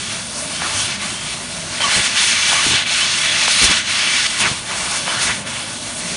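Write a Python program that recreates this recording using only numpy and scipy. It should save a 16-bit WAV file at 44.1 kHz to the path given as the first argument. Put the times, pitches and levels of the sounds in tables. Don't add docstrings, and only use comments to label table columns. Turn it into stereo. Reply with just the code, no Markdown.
import sys
import numpy as np
from scipy import signal
from scipy.fft import rfft, irfft
from scipy.io import wavfile
from scipy.ndimage import uniform_filter1d

SR = 44100
rng = np.random.default_rng(int(sys.argv[2]) if len(sys.argv) > 2 else 0)


def voltage_ratio(level):
    return 10 ** (np.asarray(level, float) / 20)


def store_wav(level_fs):
    pcm = np.round(np.clip(np.atleast_2d(level_fs), -1, 1) * 32767)
    wavfile.write(sys.argv[1], SR, pcm.T.astype(np.int16))


N = 271656
T = np.arange(N) / SR
HZ = np.fft.rfftfreq(N, 1 / SR)

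# time_s, level_db
FAN_LEVEL = [(0.0, -37.5), (0.68, -36.5), (1.22, -37.5), (1.92, -37.5), (2.95, -40), (3.29, -37),
             (3.96, -39.5), (4.37, -39.5), (4.72, -38.5), (5.2, -35.5), (6.04, -36.5), (6.16, -35.5)]
# frequency_hz, density_db (per Hz)
FAN_COLOUR = [(15, -44), (25, -21), (54, -2.5), (107, 2.5), (236, 3), (267, -2.5), (395, -5), (474, -10.5),
              (609, -0.5), (700, -3.5), (910, -45), (1540, -120)]
# pitch_hz, level_db
MOTOR_TONES = [
    (99, -53),
    (197, -51),
    (242, -48),
]
# start_s, end_s, level_db
GUSTS = [
    (1.12, 1.13, -36),
    (1.958, 2.005, -29),
    (2.654, 2.759, -28),
    (3.61, 3.664, -25.5),
    (3.685, 3.72, -26),
    (4.39, 4.53, -32.5),
    (5.237, 5.327, -34),
]
GUST_RISE_S, GUST_FALL_S = .007, .006
# frequency_hz, density_db (per Hz)
GUST_COLOUR = [(20, -46), (38, -20), (55, -3.0), (200, -5), (450, -12), (900, -22), (3000, -72)]
# start_s, peak_db, pitch_hz
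BUMPS = [
    (1.105, -28, 120),
    (2.665, -9, 200),
    (2.715, -16, 200),
    (2.741, -20, 120),
    (3.631, -12.5, 111),
    (3.654, -21, 170),
    (3.715, -16, 160),
    (4.411, -22, 180),
    (4.458, -19, 200),
    (4.514, -10.5, 119),
]
# start_s, peak_db, ring_db (relative), first_pitch_hz
SNAPS = [
    (.6185, -13.5, -10, 2600),
    (1.804, -17, -7, 3300),
    (2.5288, -11.5, -6, 2800),
    (2.662, -20, -9, 2000),
    (3.4786, -9.5, -4, 3600),
    (5.0778, -13.5, -9, 3100),
]
# pitch_hz, level_db, decay_t60_s
SHEET_MODES = [
    (620, -4, .03),
    (1150, -9, .02),
    (2000, -6, .02),
    (2950, 0, .04),
]
# start_s, end_s, from_hz, to_hz, level_db
WHISTLES = [(0.01, .16, 3000, 3500, -34), (0.622, 0.689, 1694, 1094, -28), (.74, 0.88, 2960, 3410, -28),
            (.52, .62, 3000, 3190, -34), (1.028, 1.33, 3050, 3240, -35.5),
            (1.803, 1.866, 3200, 3000, -20.5), (1.821, 1.887, 1143, 1104, -23.5),
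            (1.895, 1.987, 3000, 3200, -23), (1.895, 1.977, 3900, 4330, -23),
            (2.164, 2.228, 3100, 3920, -24), (2.253, 2.724, 2320, 2310, -30),
            (3.003, 3.04, 2890, 3110, -20.5), (2.54, 2.62, 1060, 1170, -27), (3.188, 3.24, 3350, 3400, -24),
            (3.28, 3.34, 3300, 3520, -23.5), (3.57, 3.63, 4000, 4400, -20),
            (4.399, 4.485, 3300, 1498, -16.5), (5.085, 5.224, 1100, 1802, -27),
            (5.083, 5.12, 3100, 2900, -28), (5.201, 5.237, 2390, 3080, -26.5),
            (5.26, 5.33, 2000, 3200, -30)]
STEADY_WIDTH_HZ, WIDTH_PER_GLIDE = 70, 1.05
JET_ZONES_HZ = [
    900,
    1950,
    3400,
    5900,
    9000,
]
# frequency_hz, density_db (per Hz)
JET_COLOUR = [(210, -20), (350, -15.5), (475, -22.5), (616, -14.5), (755, -10.5), (2270, -3), (3410, 1.5),
              (3890, -2), (6360, -9.5), (7460, -10.5), (8880, -10), (10100, -12), (11200, -26),
              (14600, -60), (22000, -120)]
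# centre_hz, width_hz, lift_db
BED_RESONANCES = [(620, 75, 4), (765, 50, -4), (875, 40, 3), (1140, 60, 3), (1310, 50, -4), (1470, 55, 4.5),
                  (1560, 60, -2), (1890, 50, -4.5), (1960, 60, 2), (2315, 90, 5), (2440, 80, -4),
                  (2595, 110, 2.5), (2780, 70, 2.5), (2905, 40, -3), (2955, 50, 4), (3250, 60, -4.5),
                  (3380, 70, 3.5), (4060, 45, 4), (4170, 80, 3), (4270, 60, 2), (4530, 60, 2.5),
                  (5000, 150, -2), (5400, 100, 2), (5780, 50, -3), (6145, 60, 3), (6270, 65, 4),
                  (6530, 60, 2.5), (6840, 50, 3), (7600, 700, -3), (8660, 80, 4)]
IDLE_DB = [-7.5, -13, -18, -9.5, -6.5]
# peak_s, lift_db, half_length_s
SLATS = [(.14, 3.5, 0.072), (0.285, -4, 0.12), (.53, 1.5, 0.064), (1.19, -0.5, .05), (1.526, -2, 0.14),
         (1.882, -1.5, 0.1), (2.36, 0, .1), (2.67, -4.5, 0.052), (3.134, -2.5, 0.088), (3.25, 5.5, .025),
         (3.33, -1, .06), (3.417, -1, .06), (3.72, 2, .05), (4.16, 2, .14), (4.31, -4, 0.065),
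         (5.02, -2.5, .05), (5.31, 4.5, .06), (5.42, 1, .06), (5.602, 1, .06), (5.793, -4.5, .06),
         (5.95, -3.5, 0.049)]
SLAT_SHARE = [0.54, 0.78, .3, 0.046, 0.05]
# start_s, end_s, lift_db, rise_s, fall_s
CUTS = [(-.1, 0.14, 3, .02, 0.044), (0.48, .88, 6.5, 0.13, 0.24), (0.98, 1.116, 4, 0.018, 0.13),
        (1.194, 1.32, 4.5, .08, 0.068), (1.658, 1.8, 6, 0.13, .011), (1.8, 2.079, 12, 0.012, .008),
        (2.08, 2.152, 11, 0.01, 0.035), (2.15, 4.266, 14, 0.028, 0.0052), (4.261, 4.478, 9.5, 0.0075, 0.13),
        (4.65, 5.343, 5.5, 0.057, .04), (5.187, 5.328, 3, .03, .015), (5.45, 5.617, 3.5, .02, 0.1),
        (5.842, 5.88, 2, .03, 0.029), (6.033, 6.3, 4.5, .06, .02)]
CUT_SHARE = [0.29, 1, 0.99, 0.68, .36]
# deepest_s, depth_db, sink_s, lift_s
CHOKES = [
    (.585, -1.5, 0.023, 0.025),
    (.99, -7, 0.041, 0.043),
    (2.11, -1, .03, .08),
    (2.848, -7, 0.023, 0.022),
    (2.86, -5, 0.091, 0.079),
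    (3.472, -4, 0.013, .006),
    (3.835, -10.5, 0.052, 0.067),
    (4.64, -1.5, 0.062, .03),
    (5.16, 0, 0.029, .03),
    (5.45, -4, 0.044, .025),
]
CHOKE_SHARE = [.6, .8, .9, 1, 1.1]
# peak_s, lift_db, half_length_s
FLARES = [(.39, 3.5, 0.13), (.67, 3.5, 0.059), (0.804, 6.5, 0.09), (1.85, 1, 0.028), (1.965, 7, 0.084),
          (2.05, 2.5, 0.039), (2.22, 4.5, 0.1), (2.31, 3, .07), (2.493, 3.5, 0.15), (2.67, 4, 0.064),
          (2.734, 1.5, 0.043), (3.518, 5.5, 0.081), (3.024, 0.5, 0.086), (3.147, 0.5, 0.056),
          (3.42, 3.5, .05), (3.6, 4, .05), (3.648, 10, 0.044), (3.714, 6, 0.022), (4.408, 10.5, 0.038),
          (4.496, 3.5, 0.063), (4.783, 3.5, .06), (4.85, 2, 0.032), (4.914, 4.5, .04), (4.972, 7, .035),
          (5.088, 1.5, 0.11), (5.236, 7, 0.057), (5.28, 1.5, 0.065), (5.444, -6, .03), (5.983, 5, .04)]
FLARE_SHARE = [0.05, .1, .3, .85, 1.05]
# start_s, end_s, lift_db, fall_s
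HOLLOWS = [
    (0.61, 0.678, 6, 0.31),
    (1.795, 1.866, 8.5, 0.27),
    (2.155, 2.22, 2.5, 0.033),
    (2.503, 2.59, 5, 0.35),
    (3.583, 3.725, 4.5, 0.059),
    (4.384, 4.47, 8, 0.13),
    (4.68, 4.93, 6.5, 0.059),
    (5.06, 5.302, 6.5, 0.036),
]
HOLLOW_SHARE = [0.89, 0.17, 0.033, 0.037, 0.069]
FILL_S = 0.018
# centre_s, low_hz, high_hz
SIDE_PATCHES = [(.074, 4130, 5250), (.074, 5590, 6970), (.26, 4130, 5250), (.492, 5160, 6370),
                (.492, 6900, 8350), (.492, 9600, 11000), (.585, 5160, 6970), (1.142, 5590, 6970),
                (1.281, 6200, 8350), (1.537, 5160, 6970), (2.28, 5590, 6970), (2.28, 7500, 8950),
                (3.046, 5590, 6970), (3.046, 8180, 9640), (3.139, 8900, 10350), (3.441, 8900, 10350),
                (4.045, 4130, 5770), (4.091, 4560, 5700), (4.323, 8180, 9640), (4.346, 5160, 6370),
                (4.741, 8900, 10350), (5.159, 7570, 10350), (5.298, 4130, 5770), (5.716, 4130, 5250),
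                (5.809, 8900, 10350), (6.134, 4130, 7570)]


def colour(points):
    hz, db = np.transpose(points)
    return voltage_ratio(np.interp(np.log(HZ + 1), np.log(hz), db))


def unit(x):
    return x / np.sqrt(np.mean(x ** 2))


def walk(rate, size=N):
    hold = int(SR / rate)
    steps = np.repeat(rng.standard_normal(size // hold + 1), hold)
    smooth = uniform_filter1d(uniform_filter1d(steps, hold), hold)
    return unit(smooth[:size])


def swell(on, off, rise, fall):
    return np.clip((T - on) / rise, 0, 1) * np.clip(1 + (off - T) / fall, 0, 1)


def bands(gain, lo_hz, count):
    noise = rfft(rng.standard_normal(N)) * gain
    place = 3 * np.log2((HZ + 1) / lo_hz)
    windows = (np.cos(np.pi / 2 * np.clip(place - k, -1, 1)) ** 2 for k in range(count))
    return [irfft(noise * window, N) for window in windows]


def fan_rumble(flicker_db=2.5):
    parts = bands(colour(FAN_COLOUR), 26.35, count=16)
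    air = unit(sum(part * voltage_ratio(flicker_db * walk(6)) for part in parts))
    hum = 0
    for hz, db in MOTOR_TONES:
        level = voltage_ratio(db + 1.2 * walk(4.6))
        turn = 2 * np.pi * np.cumsum(hz + 1.486 * walk(4)) / SR
        hum = hum + level * np.sin(turn)
    s, db = np.transpose(FAN_LEVEL)
    return air * voltage_ratio(np.interp(T, s, db) + 2.2) + np.sqrt(2) * hum


def gusts(lumpy_db=1.8):
    wind = unit(irfft(rfft(rng.standard_normal(N)) * colour(GUST_COLOUR), N))
    wind = wind / np.sqrt(uniform_filter1d(wind ** 2, 2500))
    gate = sum(voltage_ratio(db) * swell(on, off, GUST_RISE_S, GUST_FALL_S) for on, off, db in GUSTS)
    out = wind * gate * voltage_ratio(lumpy_db * walk(70))
    t = T[:SR // 20]
    for s, db, hz in BUMPS:
        turns = hz * (t + 0.0029 * (1 - np.exp(-t / 0.0014)))
        bump = np.sin(2 * np.pi * turns) * np.exp(-t / 0.0069) * 0.56
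        out[int(s * SR):][:len(t)] += voltage_ratio(db) * bump
    return out


def snaps():
    t, out = T[:SR // 10], np.zeros(N)
    detune = rng.standard_normal((len(SNAPS), len(SHEET_MODES)))
    last_hz, sag_s = 520, .0014
    fade = np.exp(-(t / .0045) ** 4)
    plain = (.55 + t / .006) * fade
    spiked = (.55 + t / .006 + np.exp(-t / .0004)) * fade
    ring_onset = 1 - np.exp(-(t / .002) ** 2)
    for (s, db, ring_db, first_hz), jitter in zip(SNAPS, detune):
        turns = last_hz * t + (first_hz - last_hz) * sag_s * (1 - np.exp(-t / sag_s))
        shape = spiked if first_hz > 3000 else plain
        chirp = np.sin(2 * np.pi * turns) * shape
        ring = 0
        for (hz, mode_db, t60), j in zip(SHEET_MODES, jitter):
            mode = np.sin(2 * np.pi * hz * (1 + 0.019 * j) * t)
            ring = ring + voltage_ratio(mode_db) * mode * 1000 ** (-t / t60)
        out[int(s * SR):][:len(t)] += voltage_ratio(db) * (chirp + voltage_ratio(ring_db) * ring * ring_onset)
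    return out


def whistles():
    out = np.zeros(N)
    for on, off, from_hz, to_hz, db in WHISTLES:
        width_hz = STEADY_WIDTH_HZ + WIDTH_PER_GLIDE * abs(to_hz - from_hz)
        span = slice(int(on * SR), int(off * SR))
        share = (T[span] - on) / (off - on)
        turn = 2 * np.pi * np.cumsum(from_hz + (to_hz - from_hz) * share) / SR
        rough = walk(width_hz, size=len(turn)) * np.sin(turn)
        rough = rough + walk(width_hz, size=len(turn)) * np.cos(turn)
        out[span] += voltage_ratio(db) * np.abs(np.sin(np.pi * share)) ** .5 * rough
    return out


def jet_flow():
    slat = sum(db * swell(s - half, s, half, half) for s, db, half in SLATS)
    cut = sum(db * swell(on, off, rise, fall) for on, off, db, rise, fall in CUTS)
    choke = sum(db * swell(s - sink, s, sink, lift) for s, db, sink, lift in CHOKES)
    flare = sum(db * swell(s - half, s, half, half) for s, db, half in FLARES)
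    hollow = sum(db * swell(on, off, FILL_S, fall) for on, off, db, fall in HOLLOWS)
    shares = np.transpose([SLAT_SHARE, CUT_SHARE, CHOKE_SHARE, FLARE_SHARE, HOLLOW_SHARE])
    return np.array(IDLE_DB)[:, None] + shares @ [slat, cut, choke, flare, hollow]


def jet(eddy_db=0.4, flicker_db=0.75, patchy_db=0.95):
    zones = jet_flow() + patchy_db * np.array([walk(18) for _ in JET_ZONES_HZ])
    lift = sum(db / (1 + (2 * (HZ - hz) / width) ** 2) for hz, width, db in BED_RESONANCES)
    parts = bands(colour(JET_COLOUR) * voltage_ratio(lift), 306, count=17)
    scale = voltage_ratio(-14.5) / np.sqrt(np.mean(sum(parts) ** 2))
    eddies, out = eddy_db * walk(60), 0
    for k, part in enumerate(parts):
        place = np.log(300 * 2 ** (k / 3))
        share = [np.interp(place, np.log(JET_ZONES_HZ), row) for row in np.eye(len(zones))]
        out = out + part * voltage_ratio(share @ zones + eddies + flicker_db * walk(12))
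    return scale * out


def scene():
    mono = fan_rumble() + gusts() + snaps() + whistles() + jet()
    return np.tile(mono, (2, 1))


def sparse_treble(x):
    hz, _, z = signal.stft(x, SR, nperseg=3072)
    treble = np.mean(np.abs(z[(hz > 9000) & (hz < 10000)]), axis=0)
    hz = hz[:, None]
    z = z * voltage_ratio(4.5 * np.clip((hz - 10350) / 600, 0, 1)) * (hz < 10960)
    keep = (hz < 10330) | (np.abs(z) > voltage_ratio(-1.5) * treble)
    return signal.istft(z * keep, SR, nperseg=3072)[1][:N]


def side_patches(mid, side_db=-4.5):
    size = 2048
    side, hz = np.zeros(N + size), np.fft.rfftfreq(size, 1 / SR)
    chance = rng.standard_normal((len(SIDE_PATCHES), size))
    for (s, lo_hz, hi_hz), noise in zip(SIDE_PATCHES, chance):
        i = int(s * SR) - size // 2
        band = (hz > lo_hz) & (hz < hi_hz)
        loudness = np.linalg.norm(rfft(mid[i:], size)[band])
        patch = rfft(noise) * band
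        patch = irfft(patch * loudness / np.linalg.norm(patch))
        side[i:i + size] += patch * np.hanning(size) ** .5
    return voltage_ratio(side_db) * side[:N]


def band_limit(x):
    return signal.sosfilt(signal.butter(12, 11400, fs=SR, output="sos"), x)


def record(dry):
    soft = 1.2 * np.tanh(dry[0] / 1.2)
    mid = sparse_treble(soft)
    side = side_patches(mid)
    return band_limit(np.array([mid + side, mid - side]))


dry = scene()
out = record(dry)
store_wav(out)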